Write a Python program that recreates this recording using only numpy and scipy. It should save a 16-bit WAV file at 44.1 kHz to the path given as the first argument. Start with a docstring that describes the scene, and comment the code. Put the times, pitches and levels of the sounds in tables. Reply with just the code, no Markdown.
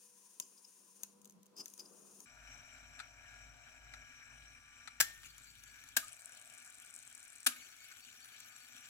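"""Keys tick and squeak under the fingers over a soft hiss: an opened portable cassette player, worked by hand.
It is held close to a stereo microphone. Then the little motor starts and whirs, and its case hums and drones.
Three times a key snaps sprung levers over; the gears chatter differently after each; a small room answers.
Contacts are bursts of noise and ringing modes, rubbing parts are shaped noise, and a common rotor
angle drives the motor's orders, the gear rustle and the tooth clicks."""
import sys
import numpy as np
from scipy import signal
from scipy.fft import rfft, irfft, next_fast_len
from scipy.io import wavfile
from scipy.ndimage import uniform_filter1d, map_coordinates

SR = 44100
rng = np.random.default_rng(int(sys.argv[2]) if len(sys.argv) > 2 else 0)


def unload_wav(signal):
    """Save mono or channel-first audio to the path in sys.argv[1] as 16-bit WAV at rate SR, clipped to [-1, 1]."""
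    wavfile.write(
        sys.argv[1],
        SR,
        np.round(np.clip(np.atleast_2d(signal).T, -1, 1) * 32767).astype(np.int16),
    )


N = 392049
MOTOR_ON_S = 2.255
WHEEL_RATIO = 0.611  # turns of the gear wheel per rotor turn

# contacts during and after each key snap; the one at 5.2577 s is the first gears biting: [t/s, level/dB, t60/s,
# key 0-2]
SNAP_CONTACTS = [(5.0015, -22, 0.049, 0), (5.0048, -17.5, 0.025, 0), (5.0108, -14, 0.01, 0),
                 (5.0249, -33, 0.034, 0), (5.2577, -61, 0.064, 0), (5.9656, -25.5, 0.021, 1),
                 (5.9681, -20.5, 0.011, 1), (5.9694, -18.5, 0.016, 1), (5.9728, -22.5, 0.02, 1),
                 (7.4628, -28, 0.037, 2), (7.4658, -18, 0.02, 2), (7.4688, -20.5, 0.023, 2),
                 (7.4721, -20.5, 0.021, 2)]
# gear setting that each key engages: [start t/s, then level/dB of the rustle, the clatter while it settles,
# the tooth tick, the slip click and the slip crackle]
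GEAR_SETTINGS = [(5.003, -64, -51.5, -56.5, -120, -120), (5.968, -65, -53, -63, -47, -68.5),
                 (7.467, -60, -58, -53, -120, -120)]
# colour of a gear tooth slipping: [f/Hz, relative density/dB per Hz]
TOOTH_COLOUR = [(3000, -25.5), (6000, -11), (7400, -3), (8100, 3), (9500, -3), (11000, -10.5), (15800, -31)]
# colour of the meshing gears: [f/Hz, relative density/dB per Hz]
GEAR_COLOUR = [(200, -12), (450, -15.5), (1000, -17), (1550, 5), (1900, -6.5), (2250, 2), (3300, 1),
               (4200, -0.5), (5100, -8.5), (6300, -2), (7550, 3.5), (8800, -8.5), (11000, -1), (12500, -6),
               (15800, -11.5)]


def motor(turns, repeat=0.67, throb=0.098, brush=0.14, whine_db=0, segments_order=6):
    """Brushes scrape the same track every turn and shake the mount; the rotor adds clean orders."""
    # whir beside the microphone: [t/s, level/dB]
    whir_level = [(2.26, -62), (2.5, -59), (4.1, -61), (4.9, -61.5), (5.3, -64.5), (6.5, -63), (7.4, -63),
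                  (8, -66), (8.9, -61)]
    # resonances of the motor and its mount: [f/Hz, width/Hz, level/dB]
    mount_modes = [(251.6, 65, -5), (776, 430, -13.5), (1516, 377, 1), (1790, 140, -1.5), (2354, 352, 2),
                   (2975, 470, -6.5), (3900, 570, -11), (5770, 135, 2), (5870, 1330, -10.5),
                   (7530, 450, -7), (10000, 970, -20), (11700, 6100, -25.5)]
    # whine: [multiple of rotor speed, level re whir/dB]
    whine_orders = [(30, -17.5), (36, -12), (42, -10.5)]

    def mount(f):
        power = 0
        for hz, width, db in mount_modes:
            detuning = 1.39 * (f - hz) / width
            power = power + amp(2 * db) / (1 + 2 * detuning ** 2) ** 2
        return np.sqrt(power)

    track = rng.standard_normal((2, 1100))  # the surface met in one turn
    position = [turns % 1 * track.shape[1]]
    scrape = np.array([map_coordinates(row, position, mode="grid-wrap") for row in track])
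    gate = 1 + throb * np.cos(2 * np.pi * turns) + brush * np.cos(2 * np.pi * segments_order * turns)
    friction = repeat * scrape + 0.77 * patchy(noise(), depth_db=3)
    whir = unit(filtered(friction * gate, mount))
    for order, db in whine_orders:
        whir[0] += amp(db + whine_db + 2.8 * wobble(5.5)) * order_tone(order, turns)
    return amp(curves(whir_level)[0] + 1.4 * wobble(8.7)) * whir


def case_drone(turns, hz=720, width_hz=260, whir_db=-3):
    """Where the hand leaves it free, the case drones on a few rotor orders and a band of whir."""
    # spells of droning: [start t/s, end t/s, level/dB]
    drone_spells = [(2.27, 4.072, -74.5), (4.3, 4.557, -80.5), (6.087, 6.601, -77), (6.602, 8.9, -87.5)]
    # tones in the drone: [multiple of rotor speed, relative level/dB]
    drone_orders = [(15, -9.5), (16, -8), (18, -4.5), (24, -6.5)]
    drone = amp(whir_db) * band(hz, width_hz)
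    for order, db in drone_orders:
        drone[0] += amp(db + 1.4 * wobble(2.56)) * order_tone(order, turns)
    return sum(amp(db) * during(start, end, 0.036) for start, end, db in drone_spells) * drone


def drive_hum(hum_hz=53, hum_db=0, flutter_db=2.0):
    """The spinning drive shakes the whole case; the rumble swells with the hum."""
    # deep hum: [t/s, level/dB]
    hum_level = [(2.3, -82), (2.41, -62), (2.59, -63.5), (2.67, -76), (2.83, -62), (3.07, -67.5),
                 (3.44, -59), (3.69, -75), (3.86, -59), (4.21, -77), (4.43, -59.5), (4.59, -71), (4.9, -75),
                 (4.98, -67), (6.04, -75), (6.21, -90), (8.89, -89.5)]
    # colour of the rumble: [f/Hz, relative density/dB per Hz]
    rumble_colour = [(25, -5), (60, -21), (85, 4), (115, 7), (180, -8.5), (260, -9), (400, -17.5),
                     (700, -54)]
    rumble_db, rumble_follows = -74.5, 0.42  # level at the hum's mean of knots; dB gained per dB of hum
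    hum = curves(hum_level)[0] + flutter_db * wobble(12)
    tone = wavering_tone(hum_hz + 0.75 * wobble(2.9))
    rumble = rumble_db + rumble_follows * (hum - np.mean(hum_level, axis=0)[1])
    return amp(hum + hum_db) * tone * [[1], [0]] + amp(rumble) * shaped(noise(), rumble_colour)


def key_snaps(ring_db=-28, rattle_db=-16, rattle_t60=0.098, crack_db=2, crack_t60=0.0024):
    """Each key throws levers against their stops; loose parts rattle, chassis and springs ring on."""
    # colours of the three keys' linkages: [f/Hz, relative density/dB per Hz]
    linkages = ([(71, -57), (120, -18), (473, -24), (742, -11), (1070, -15), (1790, 2), (1980, -7.5),
                 (3520, -6.5), (3980, -6.5), (7350, -2.5), (9020, -12.5), (10800, -3.5), (12000, -8),
                 (13600, -2), (16000, -16)], [(120, -57), (250, -16.5), (400, -32), (620, -16.5), (1150, -12), (1580, 2),
                                (1980, -15.5), (2550, -8.5), (3600, -10.5), (5200, -9), (7800, -8),
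                                (10400, -11.5), (13000, -7), (16000, -21)], [(120, -50), (185, -35), (245, 2.5), (390, -19), (670, -6.5),
                                               (1050, -10), (1450, 2.5), (2000, -2.5), (2450, 5),
                                               (3500, 2.5), (6900, 0), (8900, -1), (10500, 7),
                                               (13000, -1.5), (16000, -25)])
    # steel meeting steel: [f/Hz, relative density/dB per Hz]
    crack_colour = [(2000, -25), (6000, -12), (10500, 7), (15500, 10)]
    # modes of the steel chassis: [nominal f/Hz, mean relative level/dB, t60/s]
    chassis_modes = [(1357, -1, 0.092), (1623, 1, 0.13), (1776, -12, 0.1), (2130, -16, 0.22),
                     (2450, -12, 0.094), (2740, -22, 0.11), (4800, -20, 0.14), (6200, -31, 0.25),
                     (7700, -18, 0.24), (7490, -16, 0.2), (11000, -18, 0.19), (14300, -12, 0.26)]
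    # springs left ringing: [t/s, f/Hz, level/dB, t60/s]
    spring_rings = [(0.401, 7300, -54, 0.24), (5.012, 1812, -44.5, 0.63), (6.025, 1240, -42.5, 0.12),
                    (7.505, 1243, -46.5, 0.16)]
    ring_scatter_db, pitch_scatter = 4, 0.0062  # each mode varies from blow to blow
    out, t = np.zeros((2, N)), np.arange(SR // 2) / SR
    for s, db, t60, key in SNAP_CONTACTS:
        colour = linkages[int(round(key))]
        add(out, s, amp(db) * (strike(colour, t60) + amp(rattle_db) * strike(colour, rattle_t60)))
        add(out, s, amp(db + crack_db) * strike(crack_colour, crack_t60))
        ring = np.zeros((2, len(t)))
        for hz, level, life in chassis_modes:
            mode_db = level + rng.normal(0, ring_scatter_db, (2, 1))
            mode_hz = hz * rng.normal(1, pitch_scatter)
            ring += amp(mode_db - 60 * t / life) * np.sin(2 * np.pi * mode_hz * t)
        add(out, s, amp(db + ring_db) * ring)
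    for s, hz, db, t60 in spring_rings:
        envelope = amp(db - 60 * t / t60) * (1 - np.exp(-t / 0.0067))
        add(out[0], s, envelope * np.sin(2 * np.pi * hz * t))
    return out


def gears(turns, mesh_db=0.5, grain_db=2.0, patchy_db=4.0, clump_db=4, spike_db=6, drift_db=0.4):
    """The engaged gears rustle once per wheel turn; in the middle setting their teeth crackle as they slip."""
    # the first gears bite a moment after their key: [t/s, half length/s, level/dB]
    first_bite = [(5.26, 0.017, -58.5)]
    settle_t60 = 0.45  # s, the clatter after a change of gear dies away
    wheel = np.cos(2 * np.pi * WHEEL_RATIO * turns + 0.9 * wobble(9))
    mesh = amp(mesh_db * wheel + grain_db * wobble(350) + drift_db * wobble(14))
    rustle = shaped(patchy(noise(), patchy_db) * mesh, GEAR_COLOUR)
    clumps = amp(clump_db * wheel + spike_db * np.minimum(wobble(700), 2))
    crackle = shaped(patchy(noise(), patchy_db) * clumps, TOOTH_COLOUR)
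    out, t = swells(first_bite) * rustle, np.arange(N) / SR
    ends = [row[0] for row in GEAR_SETTINGS[1:]] + [np.inf]
    for (start, rustle_db, clatter_db, _, _, crackle_db), end in zip(GEAR_SETTINGS, ends):
        settling = amp(clatter_db - 60 * np.abs(t - start) / settle_t60)
        chatter = (amp(rustle_db) + settling) * rustle + amp(crackle_db) * crackle
        out = out + during(start, end, 0.018) * chatter
    return out


def teeth(turns, jump_db=-5, slip_t60=0.0088, tick_t60=0.018):
    """A tooth ticks once per wheel turn; slipping teeth click once per turn of both wheel and rotor."""
    # hardest jumps of the slipping teeth: [t/s, level before jump_db/dB]
    hard_jumps = [(6.081, -39), (6.13, -34), (6.2575, -31), (6.652, -40), (6.9397, -35), (6.9626, -33.5),
                  (7.15, -36)]
    scatter_db, jitter_s = 2.5, 0.0015  # spread of the clicks in strength and time
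    out = np.zeros((2, N))
    starts, _, _, tick_db, slip_db, _ = np.transpose(GEAR_SETTINGS)
    wheel_times = once_a_turn(WHEEL_RATIO * turns)
    rotor_times = once_a_turn(turns)
    clicks = [(wheel_times, tick_db, GEAR_COLOUR, tick_t60),
              (wheel_times, slip_db, TOOTH_COLOUR, slip_t60),
              (rotor_times, slip_db, TOOTH_COLOUR, slip_t60)]
    for times, levels, colour, t60 in clicks:
        for s in times[times > starts[0]]:
            db = levels[np.searchsorted(starts, s) - 1] + scatter_db * rng.normal()
            add(out, s + jitter_s * rng.normal(), amp(db) * strike(colour, t60, size=1024))
    for s, db in hard_jumps:
        add(out, s, amp(db + jump_db) * strike(TOOTH_COLOUR, slip_t60))
    return out


def chirps():
    """Strength of the reel's chirp: once a turn while driven, and more weakly halfway round."""
    # driven spells: [first chirp t/s, end t/s, level/dB]
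    reel_runs = [(5.291, 5.55, -63.5), (5.692, 5.95, -70), (7.632, 8.75, -64)]
    turn_s, half_length_s = 0.2, 0.022
    scatter_db, halfway_db = 0.5, -8
    rows = []
    for first, end, db in reel_runs:
        for s in np.arange(first, end, turn_s):
            for half in (0, 1):
                level = db + half * halfway_db + scatter_db * rng.normal()
                rows.append((s + half * turn_s / 2, half_length_s, level))
    return swells(rows)


def singing(flicker_db=1.5, chirp_hz=4490, chirp_width_hz=70):
    """Narrow, fitful tones made of resonant noise, and the chirps of a turning reel."""
    # tones that come and go: [start t/s, end t/s, f/Hz, nominal width/Hz, level/dB]
    narrow_tones = [(0, 2.25, 485, 16, -84), (0, 2.25, 1005, 150, -82), (1.85, 2.25, 6680, 80, -72),
                    (4.3, 5.0, 8780, 450, -80), (7.55, 8.9, 5790, 90, -72), (7.55, 7.95, 2200, 110, -69)]
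    tones = np.zeros((2, N))
    for start, end, hz, width, db in narrow_tones:
        tones += amp(db + flicker_db * wobble(22)) * during(start, end, 0.018) * band(hz, width)
    return tones + band(chirp_hz, chirp_width_hz) * chirps()


def small_clicks(tick_db=-5, tick_t60=0.016, thud_db=-25, thud_t60=0.037, knock_db=-14, case_t60=0.048):
    """Catches tick and push on the case, rocked keys tick faintly, the plastic case knocks."""
    # clearest ticks of keys and catches: [t/s, level before the offsets/dB, case knock re tick before offsets/dB]
    clear_ticks = [(0.3995, -22.5, -23.5), (1.0333, -25.5, -19), (1.255, -42, -27), (1.297, -45, -33),
                   (1.4645, -51, -29), (1.566, -46, -26), (1.5843, -41.5, -30), (1.6578, -33, -14),
                   (1.778, -42.5, -12), (1.7948, -38.5, -22), (2.2038, -40, -30), (5.381, -42, -3),
                   (5.6372, -41, -22), (5.8384, -46, 2), (5.888, -41.5, -6), (8.2455, -44.5, 2),
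                   (8.4023, -39.5, -17)]
    # colour of a tick: [f/Hz, relative density/dB per Hz]
    tick_colour = [(1200, -48), (2000, -27), (2550, -16.5), (3300, -14), (4300, -15), (5600, -10),
                   (6300, 1.5), (7800, -9.5), (9300, -9), (11000, -7), (13500, -9.5), (15300, -11),
                   (16000, -17)]
    # a key's push on the held case: [f/Hz, relative density/dB per Hz]
    thud_colour = [(90, -16), (190, 2), (330, -1), (620, -0.5), (800, -13), (1000, 8.5), (1300, -32),
                   (2500, -8)]
    # dull knocks of the plastic case: [t/s, level/dB]
    case_knocks = [(2.9914, -44.5), (3.0001, -39.5), (3.937, -44.5), (4.875, -41), (5.232, -52),
                   (5.256, -57)]
    # colour of the plastic case: [f/Hz, relative density/dB per Hz]
    case_colour = [(120, -60), (200, -18), (411, -28), (919, 0), (1070, -13), (1320, 9), (1560, 6.5),
                   (3150, -5.5), (3940, 2), (5270, -6.5), (7430, -8.5), (12000, -17.5), (15600, -62),
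                   (22000, -120)]
    # a finger rocks a key in its slot: [start t/s, end t/s, level before tick_db/dB]
    rocked_keys = [(1.21, 1.34, -50.5), (1.421, 1.46, -50.5), (1.672, 1.75, -45)]
    rock_gap_s, rock_scatter_db = 0.028, 4  # mean time between rocked ticks, spread of their strength
    out = np.zeros((2, N))
    for s, db, case_db in clear_ticks:
        tick = amp(db + tick_db) * strike(tick_colour, tick_t60)
        add(out, s, tick + amp(db + thud_db) * strike(thud_colour, thud_t60))
        add(out, s, amp(db + case_db + knock_db) * strike(case_colour, case_t60))
    for s, db in case_knocks:
        add(out, s, amp(db) * strike(case_colour, case_t60))
    for start, end, db in rocked_keys:
        for s in np.arange(start, end, rock_gap_s):
            delay = rock_gap_s * rng.random() / 2
            level = db + tick_db + rock_scatter_db * rng.normal()
            add(out, s + delay, amp(level) * strike(tick_colour, tick_t60))
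    return out


def squeaks(pitch_hz=5000, waver=0.023, rough=0.54):
    """A key sticks and slips in its guide: a wavering whistle with some scrape."""
    # squeaks: [loudest t/s, half length/s, level of the whistle/dB]
    squeak_swells = [(.426, .004, -56), (.581, 0.0043, -62), (.651, .0035, -56), (1.581, .01, -52),
                     (1.607, 0.0081, -45.5), (1.802, 0.0068, -48.5), (1.86, .0037, -57)]
    whistle = wavering_tone(pitch_hz * (1 + waver * wobble(500)))
    scrape = shaped(noise(), [(1800, -27), (2800, -12.5), (4200, -21), (5200, -1.5),
                              (6600, -5.5), (8000, -16), (15000, -17)])
    return swells(squeak_swells) * (whistle * [[1], [0]] + rough * scrape)


def hands(hiss_db=3.0, rub_db=0, hum_hz=199, waver_hz=6):
    """A soft hiss, a low wavering hum and the rubbing of fingers on the case, until the motor starts."""
    # soft hiss: [t/s, level before hiss_db/dB]
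    hiss_level = [(0, -67), (1.05, -68.5), (1.11, -73.5), (1.555, -96), (1.57, -69), (2.25, -65.5)]
    # colour of the hiss: [f/Hz, relative density/dB per Hz]
    hiss_colour = [(880, -56), (1500, -18), (1850, -20.5), (2210, -30), (2440, -15), (3180, -19.5),
                   (4200, -18.5), (4920, -11.5), (5440, -9), (6430, -2.5), (7460, -7.5), (7690, -15),
                   (9470, 0.5), (10900, -14), (16000, -16)]
    # fingers shift on the case: [loudest t/s, half length/s, level/dB]
    finger_shifts = [(1.25, .18, -79), (1.61, 0.048, -67.5), (1.88, 0.1, -70), (2.13, 0.13, -72)]
    # colour of the rubbing: [f/Hz, relative density/dB per Hz]
    rub_colour = [(90, -29), (140, -12), (190, 0.5), (260, -3.5), (360, 0.5), (500, -3), (700, -12),
                  (1040, -11), (1300, -11.5), (1800, -27), (2600, -52)]
    # low hum of the held case: [t/s, level/dB]
    grip_level = [(.8, -81), (1.05, -73), (1.39, -63.5), (1.46, -75), (2.0, -75), (2.25, -69.5)]
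    resting_db = -80.5  # rubbing of the resting fingers
    held = np.clip((MOTOR_ON_S - np.arange(N) / SR) / 0.0028, 0, 1)
    fizz = amp(curves(hiss_level)[0] + hiss_db + 1.3 * wobble(60)) * shaped(noise(), hiss_colour)
    pressure = (amp(resting_db) + swells(finger_shifts)) * amp(rub_db + 2.6 * wobble(30.58))
    rub = pressure * shaped(noise(), rub_colour)
    tone = wavering_tone(hum_hz + waver_hz * wobble(29.73))
    hum = amp(curves(grip_level)[0]) * (0.86 * tone * [[1], [0]] + 0.36 * band(hum_hz, 72))
    return held * (fizz + rub + hum)


def microphones(pair, apart=0.6, lag=0.00013):
    """The player sits nearer the left microphone: louder and earlier there (lag in s)."""
    # left over right: [f/Hz, level difference/dB]
    balance = [(60, 0.5), (200, 0.5), (380, 1.5), (700, 8.5), (1290, 3), (2380, 7.5), (4400, 3.5),
               (8100, 7.5), (15000, 1.5)]
    shared, own = pair / np.hypot(1, apart)

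    def side(hz):
        return amp(along(balance, hz) / 2) * np.exp(1j * np.pi * hz * lag)

    left = filtered(shared + apart * own, side)
    right = filtered(shared - apart * own, lambda hz: 1 / side(hz))
    return np.array([left, right])


def room(x, gap=0.004):
    """A small room's diffuse answer after a gap in s: decaying noise, the top treble dying fastest."""
    # reverberation: [f/Hz, t60/s]
    decay = [(200, 0.65), (1500, 0.28), (6000, 0.3), (15000, 0.16)]
    hz, t, z = signal.stft(rng.standard_normal((2, SR // 2)), SR, nperseg=256)
    tail = signal.istft(z * amp(-60 * t / along(decay, hz)[:, None]), SR, nperseg=256)[1]
    tail = np.pad(tail / np.linalg.norm(tail[0]), ((0, 0), (round(gap * SR), 0)))
    return signal.fftconvolve(x[None], tail, axes=1)[:, :N]


def air():
    """Steady background noise, unrelated in the two channels, at rms 1."""
    return shaped(noise(), [(40, -19), (200, -35), (1000, -9.0), (2000, -8.5), (6000, -8.0), (15000, -15.5)])


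def amp(db):
    """Decibels to amplitude."""
    return 10 ** (np.asarray(db) / 20)


def unit(x):
    """Scale to rms 1."""
    return x / np.sqrt(np.mean(x ** 2) + 1e-20)


def along(points, hz):
    """Interpolate (Hz, value) points on a log axis."""
    f, v = np.transpose(points)
    return np.interp(np.log(hz + 1), np.log(f + 1), v)


def curves(rows):
    """One value per sample for each column after the time."""
    s, *cols = np.transpose(rows)
    return [np.interp(np.arange(N) / SR, s, c) for c in cols]


def wobble(rate):
    """A smooth random curve, rate knots a second."""
    knots = rng.standard_normal(int(N * rate / SR) + 4)
    return map_coordinates(knots, [np.arange(N) * rate / SR])


def wavering_tone(hz):
    """A sine that follows a pitch curve in Hz, at rms 1."""
    return unit(np.sin(2 * np.pi * np.cumsum(hz) / SR))


def order_tone(order, turns):
    """A sine locked to a whole multiple of the rotor's turns, at rms 1."""
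    return np.sqrt(2) * np.sin(2 * np.pi * round(order) * turns)


def filtered(x, response):
    """x times a response of frequency."""
    m = next_fast_len(N + SR // 2)
    return irfft(rfft(x, m) * response(np.fft.rfftfreq(m, 1 / SR)), m)[..., :N]


def shaped(x, spectrum):
    """x coloured by a spectrum, at rms 1."""
    return unit(filtered(x, lambda hz: amp(along(spectrum, hz))))


def noise():
    """Two unrelated noises: what both microphones share, and what sets them apart."""
    return rng.standard_normal((2, N))


def band(hz, width):
    """Noise ringing in one narrow resonance, at rms 1."""
    return unit(filtered(noise(), lambda f: 1 / (1 + (2.3 * (f - hz) / width) ** 2)))


def patchy(x, depth_db, size=256):
    """Each region of the spectrum flutters on its own."""
    z = signal.stft(x, nperseg=size)[2]
    field = uniform_filter1d(rng.standard_normal(z.shape[1:]), size=7, axis=0)  # smooth over frequency
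    field = uniform_filter1d(field, size=8, axis=1)  # then over time
    return signal.istft(z * amp(depth_db * unit(field)), nperseg=size)[1][:, :N]


def body(spectrum, size=2048):
    """Causal impulse response of energy 1 with this spectrum, by folding its cepstrum."""
    level = np.maximum(along(spectrum, np.fft.rfftfreq(size, 1 / SR)), -70)
    cepstrum = irfft(np.log(amp(level)))
    cepstrum[1:size // 2] *= 2
    cepstrum[size // 2 + 1:] = 0
    h = irfft(np.exp(rfft(cepstrum)))
    return h / np.linalg.norm(h)


def strike(spectrum, t60, size=4096):
    """One contact: a crowd of short-lived modes, as coloured noise starting near rms 1."""
    t = np.arange(size) / SR
    fade = amp(-60 * t / t60) * (1 - np.exp(-t / 0.00015))
    burst = signal.fftconvolve(rng.standard_normal((2, size)) * fade, body(spectrum)[None], axes=1)
    return burst * np.linalg.norm(fade) / np.linalg.norm(burst, axis=1, keepdims=True)


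def add(track, s, sound):
    """Mix a sound into a track at s seconds."""
    part = track[..., round(s * SR):][..., :sound.shape[-1]]
    part += sound[..., :part.shape[-1]]


def swells(rows):
    """Bell-shaped rises in amplitude from (s, half length, dB) rows."""
    t = np.arange(N) / SR
    return sum(amp(db) * np.exp(-0.5 * ((t - s) / half) ** 2) for s, half, db in rows)


def during(start, end, fade):
    """1 between start and end, with straight fades inside."""
    t = np.arange(N) / SR
    return np.clip(np.minimum(t - start, end - t) / fade, 0, 1)


def once_a_turn(turns):
    """Times at which a shaft completes each turn."""
    return np.flatnonzero(np.diff(np.floor(turns)) > 0) / SR


def scene(room_db=-15, floor_db=-78):
    """The player and the fingers reach the microphones directly and through the room."""
    # rotor speed before its flutter: [t/s, turns a second]
    rotor_speed = [(4.9, 39.5), (5.9, 39.8), (7.4, 39.6), (7.6, 41.5), (8.9, 40.3)]
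    loaded = np.arange(N) / SR > SNAP_CONTACTS[0][0]  # engaged gears make the rotor's speed flutter
    flutter = (0.001 + 0.012 * loaded) * wobble(20)
    turns = np.cumsum(curves(rotor_speed)[0] * (1 + flutter)) / SR
    drive = during(MOTOR_ON_S, np.inf, 0.0045) * (motor(turns) + case_drone(turns) + drive_hum())
    transport = drive + key_snaps() + gears(turns) + teeth(turns) + singing() + small_clicks()
    fingers = squeaks() + hands()
    direct = microphones(transport) + microphones(fingers, lag=0.00001)
    return direct + amp(room_db) * room(transport[0] + fingers[0]) + amp(floor_db) * air()


def record(dry):
    """The recorder cuts off steeply at its band limit."""
    top_hz = 16000
    return filtered(dry, lambda hz: 1 / np.sqrt(1 + (hz / top_hz) ** 160))


dry = scene()
out = record(dry)
unload_wav(out)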